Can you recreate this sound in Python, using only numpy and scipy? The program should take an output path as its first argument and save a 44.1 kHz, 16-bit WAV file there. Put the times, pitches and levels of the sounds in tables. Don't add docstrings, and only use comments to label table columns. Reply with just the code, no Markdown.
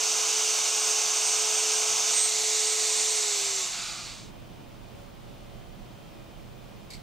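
import sys
import numpy as np
from scipy import signal
from scipy.fft import rfft, irfft, next_fast_len
from scipy.io import wavfile
from scipy.ndimage import map_coordinates

SR = 44100
rng = np.random.default_rng(int(sys.argv[2]) if len(sys.argv) > 2 else 0)


def master(y):
    cut = np.clip(np.atleast_2d(y).T, -1, 1)
    pcm = np.round(cut * 32767)
    wavfile.write(sys.argv[1], SR, pcm.astype(np.int16))


N = 309580
TIME = np.arange(N) / SR

# t/s, motor raised/0-1, base lifted off the board/0-1
MACHINE_POSE = [(0, 0.06, 0.03), (2.05, 0.06, 0), (2.27, 1, 0.03), (3.6, 0.92, 0.11), (3.8, 0.97, 0.67),
                (4.4, 1, 1)]
# f/Hz, correlation
LIKENESS = [(100, 0.16), (290, 0.84), (640, 0.87), (1400, 1), (3100, 0.9375), (6800, 0.97), (10000, 0.27),
            (15000, 1)]
# f/Hz, left minus right/dB
STEREO_BALANCE = [(60, -7), (110, -6), (380, -2), (700, -2.5), (1290, -2), (2380, -0.82), (4400, -0.8),
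                  (8120, -3.5), (11000, 6.5), (15000, -4.5)]
# f/Hz, lead of the left/rad
STEREO_LEAD = [(260, 0.24), (1640, 0.68), (1900, 0.045), (7300, 0.21), (8300, 0.89), (10000, 1.97),
               (15000, 0.54)]

RUN_HZ, CREEP_HZ_PER_S = 431.15, .28
OFF_S, COAST_S = 3.12, 4.39
BLADES = 19
BOARD_REACH = 0.42
AIR_DB, AIR_POWER, AIR_LIFT_DB = -25.5, 2.25, -3
WHOOSH_HZ, WHOOSH_FALL_OCTAVES = 2010, .82
WHOOSH_DB, WHOOSH_LIFT, WHOOSH_SPREAD = -11, 0.74, .17
SHAFT_DB, SHAFT_POWER, SHAFT_LIFT_DB = -.3, 3.6, -19
WHISTLE_DB, WHISTLE_POWER, WHISTLE_LIFT_DB, WHISTLE_FLICKER_DB = 0.4, 4.4, -2.5, 3.2
DISSOLVE_S, DISSOLVE_LENGTH_S, SHOP_UNDER_DB = 3.345, 0.98, -25
TOP_HZ = 15750


def amp(db):
    return 10 ** (np.asarray(db) / 20)


def unit(x):
    return x / np.sqrt(np.mean(x ** 2) + 1e-20)


def along(points, hz):
    f, v = np.transpose(points)
    return np.interp(np.log(hz + 1), np.log(f + 1), v)


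def curve(rows, axis=1):
    rows = np.asarray(rows)
    return np.interp(TIME, rows[:, 0], rows[:, axis])


def wobble(rate):
    knots = rng.standard_normal(int(N * rate / SR) + 4)
    return map_coordinates(knots, [TIME * rate])


def filtered(x, response):
    size = next_fast_len(N + SR // 2)
    spectrum = rfft(x, size) * response(np.fft.rfftfreq(size, 1 / SR))
    return irfft(spectrum, size)[..., :N]


def sides(value):
    return np.array([[.5], [-.5]]) * value


def rush(spectrum, humps, alike, balance, lead):
    def mid_side_colour(hz):
        db = along(spectrum, hz)
        for centre, width, gain in humps:
            db = db + gain / (1 + (2 * (hz - centre) / width) ** 2)
        turn = np.arccos(np.clip(along(alike, hz), -1, 1)) / 2
        return amp(db) * np.array([np.cos(turn), np.sin(turn)])

    def stereo_image(hz):
        level = amp(sides(along(balance, hz)))
        phase = np.exp(1j * sides(along(lead, hz)))
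        return level * phase

    mid, side = filtered(rng.standard_normal((2, N)), mid_side_colour)
    pair = np.array([mid + side, mid - side])
    return unit(filtered(pair, stereo_image))


def walls(x, wet_db, t60, dull_hz):
    t = np.arange(SR // 4) / SR
    echoes = rng.standard_normal(len(t)) * amp(-60 * t / t60) * (t > .003)
    echoes = echoes / np.linalg.norm(echoes)
    answer = signal.fftconvolve(x, echoes[None], axes=1)[:, :N]
    dull_answer = filtered(answer, lambda hz: 1 / (1 + 1j * hz / dull_hz))
    return unit(x + amp(wet_db) * dull_answer)


def strokes(rows, rise):
    envelope = 0
    for start, db, t60 in rows:
        age = np.maximum(TIME - start, 0)
        envelope = envelope + amp(db - 60 * age / t60) * (1 - np.exp(-age / rise))
    return envelope


def speed_share():
    return np.exp(-np.maximum(TIME - OFF_S, 0) / COAST_S)


def lift():
    return np.clip(curve(MACHINE_POSE, axis=2), 0, 1)


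def off_board():
    return np.clip(lift() / BOARD_REACH, 0, 1)


def airflow():
    return amp(AIR_DB + AIR_LIFT_DB * off_board()) * speed_share() ** AIR_POWER


def fan_air():
    # f/Hz, relative density/dB per Hz
    plunged_colour = [(60, -36), (150, -31), (300, -23), (550, -14), (720, -10.5), (1200, -12),
                      (1800, -11.5), (2500, -8), (4800, -7.5), (6400, -3.5), (8200, -8), (10200, -17),
                      (13800, -42), (15400, -38)]
    raised_colour = [(60, -28), (150, -26), (300, -22.5), (550, -13), (720, -9), (1200, -13.5),
                     (1800, -11.5), (2500, -8), (4800, -3), (6400, 1), (8200, -3), (10200, -13.5),
                     (13800, -27.5), (15400, -37)]
    lifted_colour = [(100, -36), (300, -15), (550, -12), (720, -7), (1200, -7.5), (1800, -6), (2500, -2),
                     (3700, 1), (4600, 1), (5900, -4), (7200, -4.5), (8200, -5.5), (10200, -17),
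                     (13800, -27)]
    # f/Hz, width/Hz, gain/dB
    plunged_gap = [(1880, 330, -10), (2800, 150, 1.5), (3260, 220, -4.5), (4065, 220, -8.5), (6170, 910, 5),
                   (10000, 560, -7), (13450, 1450, 18.5)]
    raised_gap = [(1610, 480, -4.5), (2120, 280, 4), (3168, 210, -7.5), (3730, 190, 3), (4280, 240, 2.5),
                  (5200, 640, -3), (5860, 420, 2), (7340, 1030, 3), (10470, 1100, -6.5), (13870, 940, 7)]
    lifted_gap = [(1860, 300, -1), (3100, 420, -3.5), (15500, 1200, -6)]
    # f/Hz, width/Hz, gain/dB
    housing = [(575, 40, -4), (684, 40, 4.5), (847, 25, 2.5), (998, 22, 4), (1105, 20, 4.5),
               (1247, 22, 4.5), (1294, 14, 4), (2880, 20, 3), (2968, 20, 4), (4347, 45, 2)]

    raised = np.clip(curve(MACHINE_POSE, axis=1), 0, 1)
    lifted = lift()
    stances = [((1 - raised) * (1 - lifted), plunged_colour, plunged_gap),
               (raised * (1 - lifted), raised_colour, raised_gap),
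               (lifted, lifted_colour, lifted_gap)]
    air = 0
    for share, colour, gap in stances:
        noise = rush(colour, gap + housing, LIKENESS, STEREO_BALANCE, STEREO_LEAD)
        air = air + np.sqrt(share) * noise
    air = walls(air, wet_db=-10.0, t60=0.17, dull_hz=3920) + gap_whoosh()
    turbulence_db = 0.41 * wobble(25.27)
    return air * airflow() * amp(turbulence_db)


def gap_whoosh():
    # multiple of the lowest resonance, noise width/Hz, relative level/dB
    whoosh_modes = [(1, 380.3, -0.5), (1.85, 395, -4), (3.549, 602, 0)]
    resonance_hz = WHOOSH_HZ * 2 ** (-WHOOSH_FALL_OCTAVES * lift())
    turns = np.cumsum(resonance_hz) / SR
    modes = 0
    for order, width, db in whoosh_modes:
        drift = wobble(width) + 1j * wobble(width)
        modes = modes + amp(db) * np.real(drift * np.exp(2j * np.pi * order * turns))
    swell = 1 / (1 + ((lift() - WHOOSH_LIFT) / WHOOSH_SPREAD) ** 2)
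    return modes * amp(WHOOSH_DB + sides(-1.8)) * swell


def rotor():
    # t/s, level/dB
    shaft_levels = [(0.05, -43.5), (0.29, -43.5), (0.35, -40.5), (0.63, -47), (0.92, -41.5), (1.02, -45),
                    (1.27, -45.5), (1.38, -41), (1.89, -41.5), (1.95, -46), (2.31, -43), (2.47, -39.5),
                    (3.12, -38)]
    # t/s, level/dB
    whistle_levels = [(0.0, -48), (0.73, -41), (0.82, -37), (0.97, -46), (1.29, -36.5), (1.54, -40),
                      (1.6, -37), (1.69, -42), (1.77, -35), (1.93, -45), (2.08, -46), (2.16, -27),
                      (2.26, -29.5), (2.35, -52), (2.55, -42), (2.67, -35), (2.78, -40), (3.12, -36)]
    # multiple of shaft speed, level against the airflow gain/dB
    overtones = [(2, -37), (3, -33), (7.565, -28), (12, -29), (13.08, -24), (24, -37)]

    share = speed_share()
    governed_hz = RUN_HZ + CREEP_HZ_PER_S * np.minimum(TIME, OFF_S)
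    speed_hz = governed_hz * share + .15 * wobble(18)
    angle = 2 * np.pi * np.cumsum(speed_hz) / SR

    shaft_db = curve(shaft_levels) + SHAFT_DB + SHAFT_LIFT_DB * off_board() + 0.5 * wobble(11.0)
    shaft = amp(shaft_db + sides(-3.5)) * share ** SHAFT_POWER * np.sin(angle + sides(0.23))

    fading_db = 1.5 * wobble(24.9) + 0.81 * np.array([wobble(42.7), wobble(45.2)])
    fading_db += WHISTLE_FLICKER_DB * (wobble(40) - .5) * (TIME > OFF_S)
    whistle_db = curve(whistle_levels) + WHISTLE_DB + WHISTLE_LIFT_DB * off_board() + fading_db
    whistle_gain = amp(whistle_db + sides(-6)) * share ** WHISTLE_POWER
    whistle = whistle_gain * np.sin(BLADES * angle + 0.2 * wobble(120) + sides(0.75))

    weak = 0
    for order, db in overtones:
        weak = weak + amp(db + 2.2 * wobble(8.3)) * np.sin(order * angle + 0.91 * wobble(35))
    weak = weak * airflow() * (1 - lift())
    return np.sqrt(2) * (shaft + whistle + weak)


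def handling():
    # t/s, level/dB, time to fall 60 dB/s
    bumps = [(1.89, -52, 0.85), (2.33, -55, .35)]
    # t/s, level/dB, time to fall 60 dB/s
    scuffs = [(6.902, -41.5, .25), (6.933, -47, .16)]
    # f/Hz, relative density/dB per Hz
    scuff_colour = [(940, -45), (1600, -20), (2000, -1), (2500, -6), (3000, -12), (3700, -3.5), (4500, 2.5),
                    (5500, -6), (6700, -9), (7900, -3.5), (9200, -13), (13300, -18), (14500, -30)]
    board_colour = [(30, -23), (80, -15), (125, 5), (200, -7), (600, -24), (3000, -70)]  # f/Hz, dB per Hz

    board = rush(board_colour, [], LIKENESS, STEREO_BALANCE, STEREO_LEAD)
    scuff_humps = [(2300, 400, 4), (4400, 700, 3.3)]  # f/Hz, width/Hz, gain/dB
    scuff = rush(scuff_colour, scuff_humps, [(3000, 0.47)], [(3000, -1.5)], [(3000, 0)])
    grain = amp(1.3 * wobble(600))
    thuds = board * strokes(bumps, rise=0.012)
    return thuds + unit(scuff * grain) * strokes(scuffs, rise=.0012)


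def shop():
    # f/Hz, relative density/dB per Hz
    room_colour = [(12, -28), (22, -6), (36, -0.5), (70, -7.5), (115, -2.5), (200, -7), (260, -9),
                   (480, -12.5), (720, -16), (1150, -19), (1750, -25.5), (2900, -24), (7500, -35),
                   (14500, -39)]
    # f/Hz, width/Hz, gain/dB
    room_humps = [(34, 9.2, 5.5), (68, 10, 2), (199.4, 37, 3.5), (690, 195, 3.5)]
    # f/Hz, correlation
    room_alike = [(35, -0.47), (120, 0.35), (250, 0.2), (550, -0.12), (1650, 0.41), (5000, 0.62),
                  (15000, -0.5)]
    # f/Hz, left minus right/dB
    room_balance = [(35, -10), (60, -4), (110, 0), (200, -2.5), (380, -1.5), (700, -4), (1290, -1.5),
                    (2380, 0.5), (8000, -1), (15000, 0)]
    # f/Hz, rms level/dB
    hum_lines = [(120, -58), (208, -65), (328, -67), (566, -66), (2444, -75.5), (2950, -83), (3138, -74.5),
                 (3537, -78)]

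    air = rush(room_colour, room_humps, room_alike, room_balance, [(100, 0)])
    air = amp(-45.0 + 0.396 * wobble(7)) * air
    hum = 0
    for hz, db in hum_lines:
        phase = 2 * np.pi * hz * TIME + 0.43 * wobble(6.5)
        hum = hum + amp(db + 2.8 * wobble(7.4)) * np.sin(phase)
    hum = np.sqrt(2) * hum * amp(sides(-7.0))
    hiss_colour = [(14000, -60), (14700, -9.0), (15200, 1.0), (15800, -6)]  # f/Hz, dB per Hz
    hiss = rush(hiss_colour, [], [(15000, 0.55)], [(15000, -1.5)], [(100, 0)])
    return air + hum + amp(-66) * hiss


def scene():
    done = np.clip((TIME - DISSOLVE_S) / DISSOLVE_LENGTH_S, 0, 1)
    router = np.cos(np.pi / 2 * done) * (fan_air() + rotor())
    under = amp(SHOP_UNDER_DB)
    workshop = (under + (1 - under) * done) * shop()
    return router + handling() + workshop


def record(dry):
    return filtered(dry, lambda hz: hz < TOP_HZ)


dry = scene()
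out = record(dry)
master(out)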